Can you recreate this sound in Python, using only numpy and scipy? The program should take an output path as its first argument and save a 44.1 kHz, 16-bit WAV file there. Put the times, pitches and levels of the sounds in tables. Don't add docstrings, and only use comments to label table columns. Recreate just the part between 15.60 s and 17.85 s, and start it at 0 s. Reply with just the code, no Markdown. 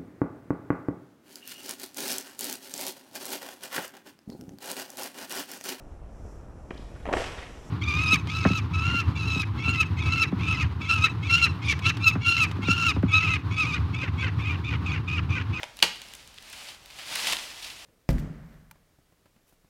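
import sys
import numpy as np
from scipy import signal
from scipy.fft import rfft, irfft, next_fast_len
from scipy.io import wavfile

SR = 44100
rng = np.random.default_rng(int(sys.argv[2]) if len(sys.argv) > 2 else 0)


def wav_out(sig):
    wavfile.write(sys.argv[1], SR, np.round(np.clip(np.atleast_2d(sig).T, -1, 1) * 32767).astype(np.int16))


N = 99225
T = np.arange(N) / SR

# start_s, level_db
FIBRE_BREAKS = [(0.2251, -9), (0.2268, -.5), (0.2342, -13.5), (0.2395, -16.5)]
# freq_hz, gain_db
CRACK_EQ = [(100, -40), (700, -14), (1200, -10), (1700, -1), (2900, 4), (3600, -5), (4600, 2),
            (5900, -12.5), (9000, -16), (15500, -24.5)]
# freq_hz, gain_db
SPLINTER_EQ = [(70, -34), (150, -6.5), (300, -11.5), (570, -1.5), (700, -18), (880, -5), (1150, 2),
               (1900, -8), (3600, 0.5), (4500, -5), (6000, -8), (9000, -10.5), (15500, -25)]
# pitch_hz, level_db, t60_s
LIMB_RING = [(556, -30, 0.071), (840, -20, 0.06), (933, -23, 0.084), (1560, -34, 0.11), (1640, -45, .07),
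             (1925, -25.5, 0.088), (2160, -33, .12), (2455, -27, .13), (2835, -26, 0.084),
             (3110, -41, 0.074), (4130, -30, 0.11), (4240, -37, 0.049), (4467, -30, 0.11), (4611, -32, .09)]
# freq_hz, gain_db
THUD_EQ = [(40, -34), (85, -25), (150, -2), (450, -3.5), (900, -4), (2000, -41), (8000, -77)]
# start_s, body_db, edge_db
TWIG_SNAPS = [(0.1697, -42, -38), (0.1902, -31.5, -39), (0.2019, -31.5, -50), (0.358, -34, -46),
              (0.4173, -33, -36.5), (0.486, -43, -45), (.5366, -36.5, -36), (0.5511, -41, -35),
              (0.6755, -47, -41.5), (0.7423, -48, -46), (0.7784, -38.5, -58), (.7842, -36, -51),
              (0.8252, -53, -43), (0.9003, -50, -38), (0.928, -52, -34.5), (1.1468, -37.5, -50),
              (1.2591, -40.5, -40.5), (1.3027, -36, -48), (1.3075, -37, -52), (1.5544, -32, -26),
              (1.5575, -21.5, -25.5), (1.6742, -20, -24), (1.6864, -27, -36), (1.725, -27.5, -23),
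              (1.7329, -22, -26), (1.7681, -24, -46), (1.788, -29, -46)]
# freq_hz, gain_db
SNAP_EQ = [(200, -11.5), (1200, -8), (2800, 3.5), (4500, -1), (7000, -15), (15500, -38)]
# freq_hz, gain_db
EDGE_EQ = [(500, -40), (3000, -15), (6000, 0), (10000, 0), (15500, -9.5)]
# start_s, level_db, t60_s
SHOOT_STRIKES = [(0.93, -40, 0.095), (1.086, -37.5, .07), (1.386, -40, 0.33), (1.5546, -26.5, 0.05),
                 (1.6701, -18, 0.019), (1.6790, -23.5, 0.04), (1.7223, -18.5, 0.015),
                 (1.7285, -18.5, 0.034)]
# freq_hz, gain_db
STRIKE_EQ = [(100, -26), (600, -7.5), (1400, -2), (2600, 4), (4600, -0.5), (6500, -9.5), (10000, -14),
             (15500, -24)]
# time_s, level_db
BRUSH_LEVELS = [(.1, -87), (.17, -55.5), (.33, -51), (.52, -52), (.74, -58.5), (.85, -50), (.95, -46),
                (1.06, -45.5), (1.1, -42.5), (1.18, -59.5), (1.28, -56.5), (1.39, -45), (1.45, -44.5),
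                (1.52, -35.5), (1.64, -32.5), (1.7, -29.5), (1.755, -36.5), (1.9, -44.5), (2.01, -45.5),
                (2.055, -44), (2.13, -45.5), (2.25, -47.5)]
# freq_hz, gain_db
LEAF_EQ = [(60, -16.5), (160, -16), (270, -6), (430, -13), (600, -3.5), (850, -4), (1300, -5.5),
           (1900, -3.5), (2600, 1), (4800, -3), (6500, -8), (10000, -11.5), (15500, -22)]
# freq_hz, gain_db
SAW_EQ = [(100, -6), (400, -6), (650, 4.5), (1100, -1.5), (2100, 0), (4200, -4), (6500, -10.5),
          (15500, -32)]
# start_s, level_db
POLE_KNOCKS = [(.0319, -20.5), (0.0396, -28)]
# freq_hz, gain_db
KNOCK_EQ = [(100, -20), (380, -10.5), (600, 0), (1000, -7), (1300, -4), (2200, 3), (3500, -5.5),
            (6500, -9.5), (8500, -19.5), (10500, -15), (15500, -39)]
# pitch_hz, level_db, t60_s
KNOCK_RING = [(587, -35.5, 0.067), (834, -36, 0.05), (975, -30.5, 0.046), (1870, -43, 0.026)]
# start_s, level_db, t60_s
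SPRAY_WHIPS = [(2.0235, -34.5, 0.065), (2.0413, -32, 0.07), (2.0640, -37.5, 0.086), (2.1000, -33.5, .04)]
# freq_hz, gain_db
WHIP_EQ = [(200, -32), (1400, -13), (2600, -0.5), (3500, 3), (5000, -1), (6500, -9), (10000, -12),
           (15500, -21)]
# freq_hz, t60_s
ECHO_DECAY = [(150, 0.54), (700, .36), (2300, 0.47), (5000, 0.47), (12000, 0.25)]
# freq_hz, gain_db
ECHO_EQ = [(100, 0.5), (800, -1), (2000, 0), (4000, -5), (7000, -0.5), (15000, 0)]
# freq_hz, gain_db
AIR_EQ = [(18, -18), (36, 1.5), (55, -2), (110, -6), (270, -12), (450, -12.5), (800, -12.5), (1300, -14),
          (2700, -17.5), (5000, -17.5), (10000, -27.5), (15500, -33)]


def limb_crack(ring_start_s=0.2275):
    tear = burst(FIBRE_BREAKS[0][0] - 0.003, db=-31, t60_s=0.05, attack_s=0.0023)
    breaks = sum(burst(s, db, t60_s=0.0072) for s, db in FIBRE_BREAKS)
    reports = colour(tear + breaks, CRACK_EQ)
    splinters = colour(burst(ring_start_s, db=-17.5, t60_s=0.077, attack_s=0.0036), SPLINTER_EQ)
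    fine_fibres = burst(ring_start_s, db=-28.5, t60_s=0.27, attack_s=0.0032)
    fine_fibres = colour(fine_fibres, [(1500, -3.5), (4000, 1.5), (6500, -0.5), (9000, -14), (15500, -26)])
    thud = colour(burst(ring_start_s + 0.0042, db=-32.5, t60_s=0.13, attack_s=0.0017), THUD_EQ)
    return reports + splinters + fine_fibres + thud + ring(ring_start_s, LIMB_RING, attack_s=0.0031)


def twigs():
    snaps = sum(burst(s, db, t60_s=0.012) for s, db, _ in TWIG_SNAPS)
    edges = sum(burst(s, db, t60_s=0.0094) for s, _, db in TWIG_SNAPS)
    strikes = sum(burst(s, db, t60_s, attack_s=0.00037) for s, db, t60_s in SHOOT_STRIKES)
    strikes *= unit(amp(2.9 * wobble(rate_hz=1800)))
    return colour(snaps, SNAP_EQ) + colour(edges, EDGE_EQ) + colour(strikes, STRIKE_EQ)


def foliage(contacts_per_s=4200, spread_db=0.5):
    pitches_hz = np.geomspace(1200, 12000, num=6)
    count = int(contacts_per_s * N / SR / len(pitches_hz))
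    slaps = np.zeros(N)
    for hz in pitches_hz:
        when, sign, size = rng.random(4096), rng.choice([-1., 1.], 4096), rng.standard_normal(4096)
        strength = sign * amp(spread_db * np.clip(size, -2, 2))
        contacts = np.bincount((when[:count] * N).astype(int), strength[:count], N)
        clump = colour(contacts, [(hz / 4, -16), (hz, 0), (hz * 4, -24)])
        slaps += np.sqrt(hz) * clump * amp(0.67 * wobble(rate_hz=44.77))
    patter = amp(-3.5) * unit(colour(slaps, LEAF_EQ))
    swish = amp(-1.5) * unit(colour(rng.standard_normal(N), LEAF_EQ))
    level_db = np.interp(T, *np.transpose(BRUSH_LEVELS)) + wobble(rate_hz=60.2)
    return (patter + swish) * amp(level_db)


def pole_saw():
    stroke = colour(burst(0, db=-45, t60_s=0.51, attack_s=0.00061), SAW_EQ)
    stroke *= amp(1.3 * wobble(rate_hz=140))
    knock_s = POLE_KNOCKS[0][0]
    contacts = sum(burst(s, db, t60_s=0.0081) for s, db in POLE_KNOCKS)
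    contacts += burst(knock_s, db=-29.5, t60_s=0.019)
    return stroke + colour(contacts, KNOCK_EQ) + ring(knock_s, KNOCK_RING, attack_s=0.0038)


def bough_landing():
    return colour(burst(start_s=1.5, db=-43, t60_s=0.17, attack_s=0.015), THUD_EQ)


def settling_sprays():
    whips = sum(burst(s, db, t60_s, attack_s=0.0017) for s, db, t60_s in SPRAY_WHIPS)
    return colour(whips, WHIP_EQ)


def garden_echo(x, near_db=-12, far_db=-16):
    hz, t, noise = signal.stft(rng.standard_normal(N), SR, nperseg=256)
    decay = amp(-60 * t / log_interp(ECHO_DECAY, hz)[:, None])
    far = signal.istft(noise * decay, SR, nperseg=256)[1][:N]
    far *= 1 - np.exp(-T / 0.025)
    near = burst(start_s=0.002, db=0, t60_s=0.2, attack_s=0.0033)
    response = amp(far_db) * far / np.linalg.norm(far) + amp(near_db) * near / np.linalg.norm(near)
    return signal.fftconvolve(x, colour(response, ECHO_EQ))[:N]


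def outdoor_air(level_db=-56.5):
    return amp(level_db) * unit(colour(rng.standard_normal(N), AIR_EQ))


def burst(start_s, db, t60_s, attack_s=0.0001):
    span, envelope = fade(start_s, t60_s, attack_s)
    signs = 2. * rng.integers(0, 2, N, dtype=bool)[span] - 1
    out = np.zeros(N)
    out[span] = amp(db) * envelope * signs
    return out


def ring(start_s, modes, attack_s, wander_cycles=0.056):
    out = np.zeros(N)
    for hz, db, t60_s in modes:
        span, envelope = fade(start_s, t60_s, attack_s)
        t = T[span] - start_s
        drift = np.cumsum(rng.standard_normal(256))
        phase = rng.random() + wander_cycles * np.interp(t * 150, np.arange(len(drift)), drift)
        out[span] += amp(db) * envelope * np.sin(2 * np.pi * (hz * t + phase))
    return out


def fade(start_s, t60_s, attack_s):
    span = slice(int(start_s * SR), min(N, int((start_s + 2 * t60_s) * SR)))
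    t = np.maximum(T[span] - start_s, 0)
    return span, amp(-60 * t / t60_s) * (1 - np.exp(-t / attack_s))


def wobble(rate_hz):
    knots = rng.standard_normal(8192)
    return np.interp(T * rate_hz, np.arange(len(knots)), knots)


def colour(x, eq, taps=2048):
    gain = amp(log_interp(eq, np.fft.rfftfreq(taps, 1 / SR)))
    cepstrum = irfft(np.log(gain))
    cepstrum[1:taps // 2] *= 2
    cepstrum[taps // 2 + 1:] = 0
    impulse = irfft(np.exp(rfft(cepstrum)))
    return signal.oaconvolve(x, impulse / np.linalg.norm(impulse))[:N]


def log_interp(points, hz):
    freq_hz, values = np.transpose(points)
    return np.interp(np.log(hz + 1), np.log(freq_hz + 1), values)


def amp(db):
    return 10 ** (np.asarray(db) / 20)


def unit(x):
    return x / np.sqrt(np.mean(x ** 2) + 1e-20)


def scene():
    direct = pole_saw() + limb_crack() + twigs() + foliage() + bough_landing() + settling_sprays()
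    air = outdoor_air()
    return (direct + garden_echo(direct) + air)[None]


def record(dry, cutoff_hz=16050):
    size = next_fast_len(N + SR // 2)
    passband = np.fft.rfftfreq(size, 1 / SR) < cutoff_hz
    return irfft(rfft(dry, size) * passband, size)[..., :N]


dry = scene()
out = record(dry)
wav_out(out)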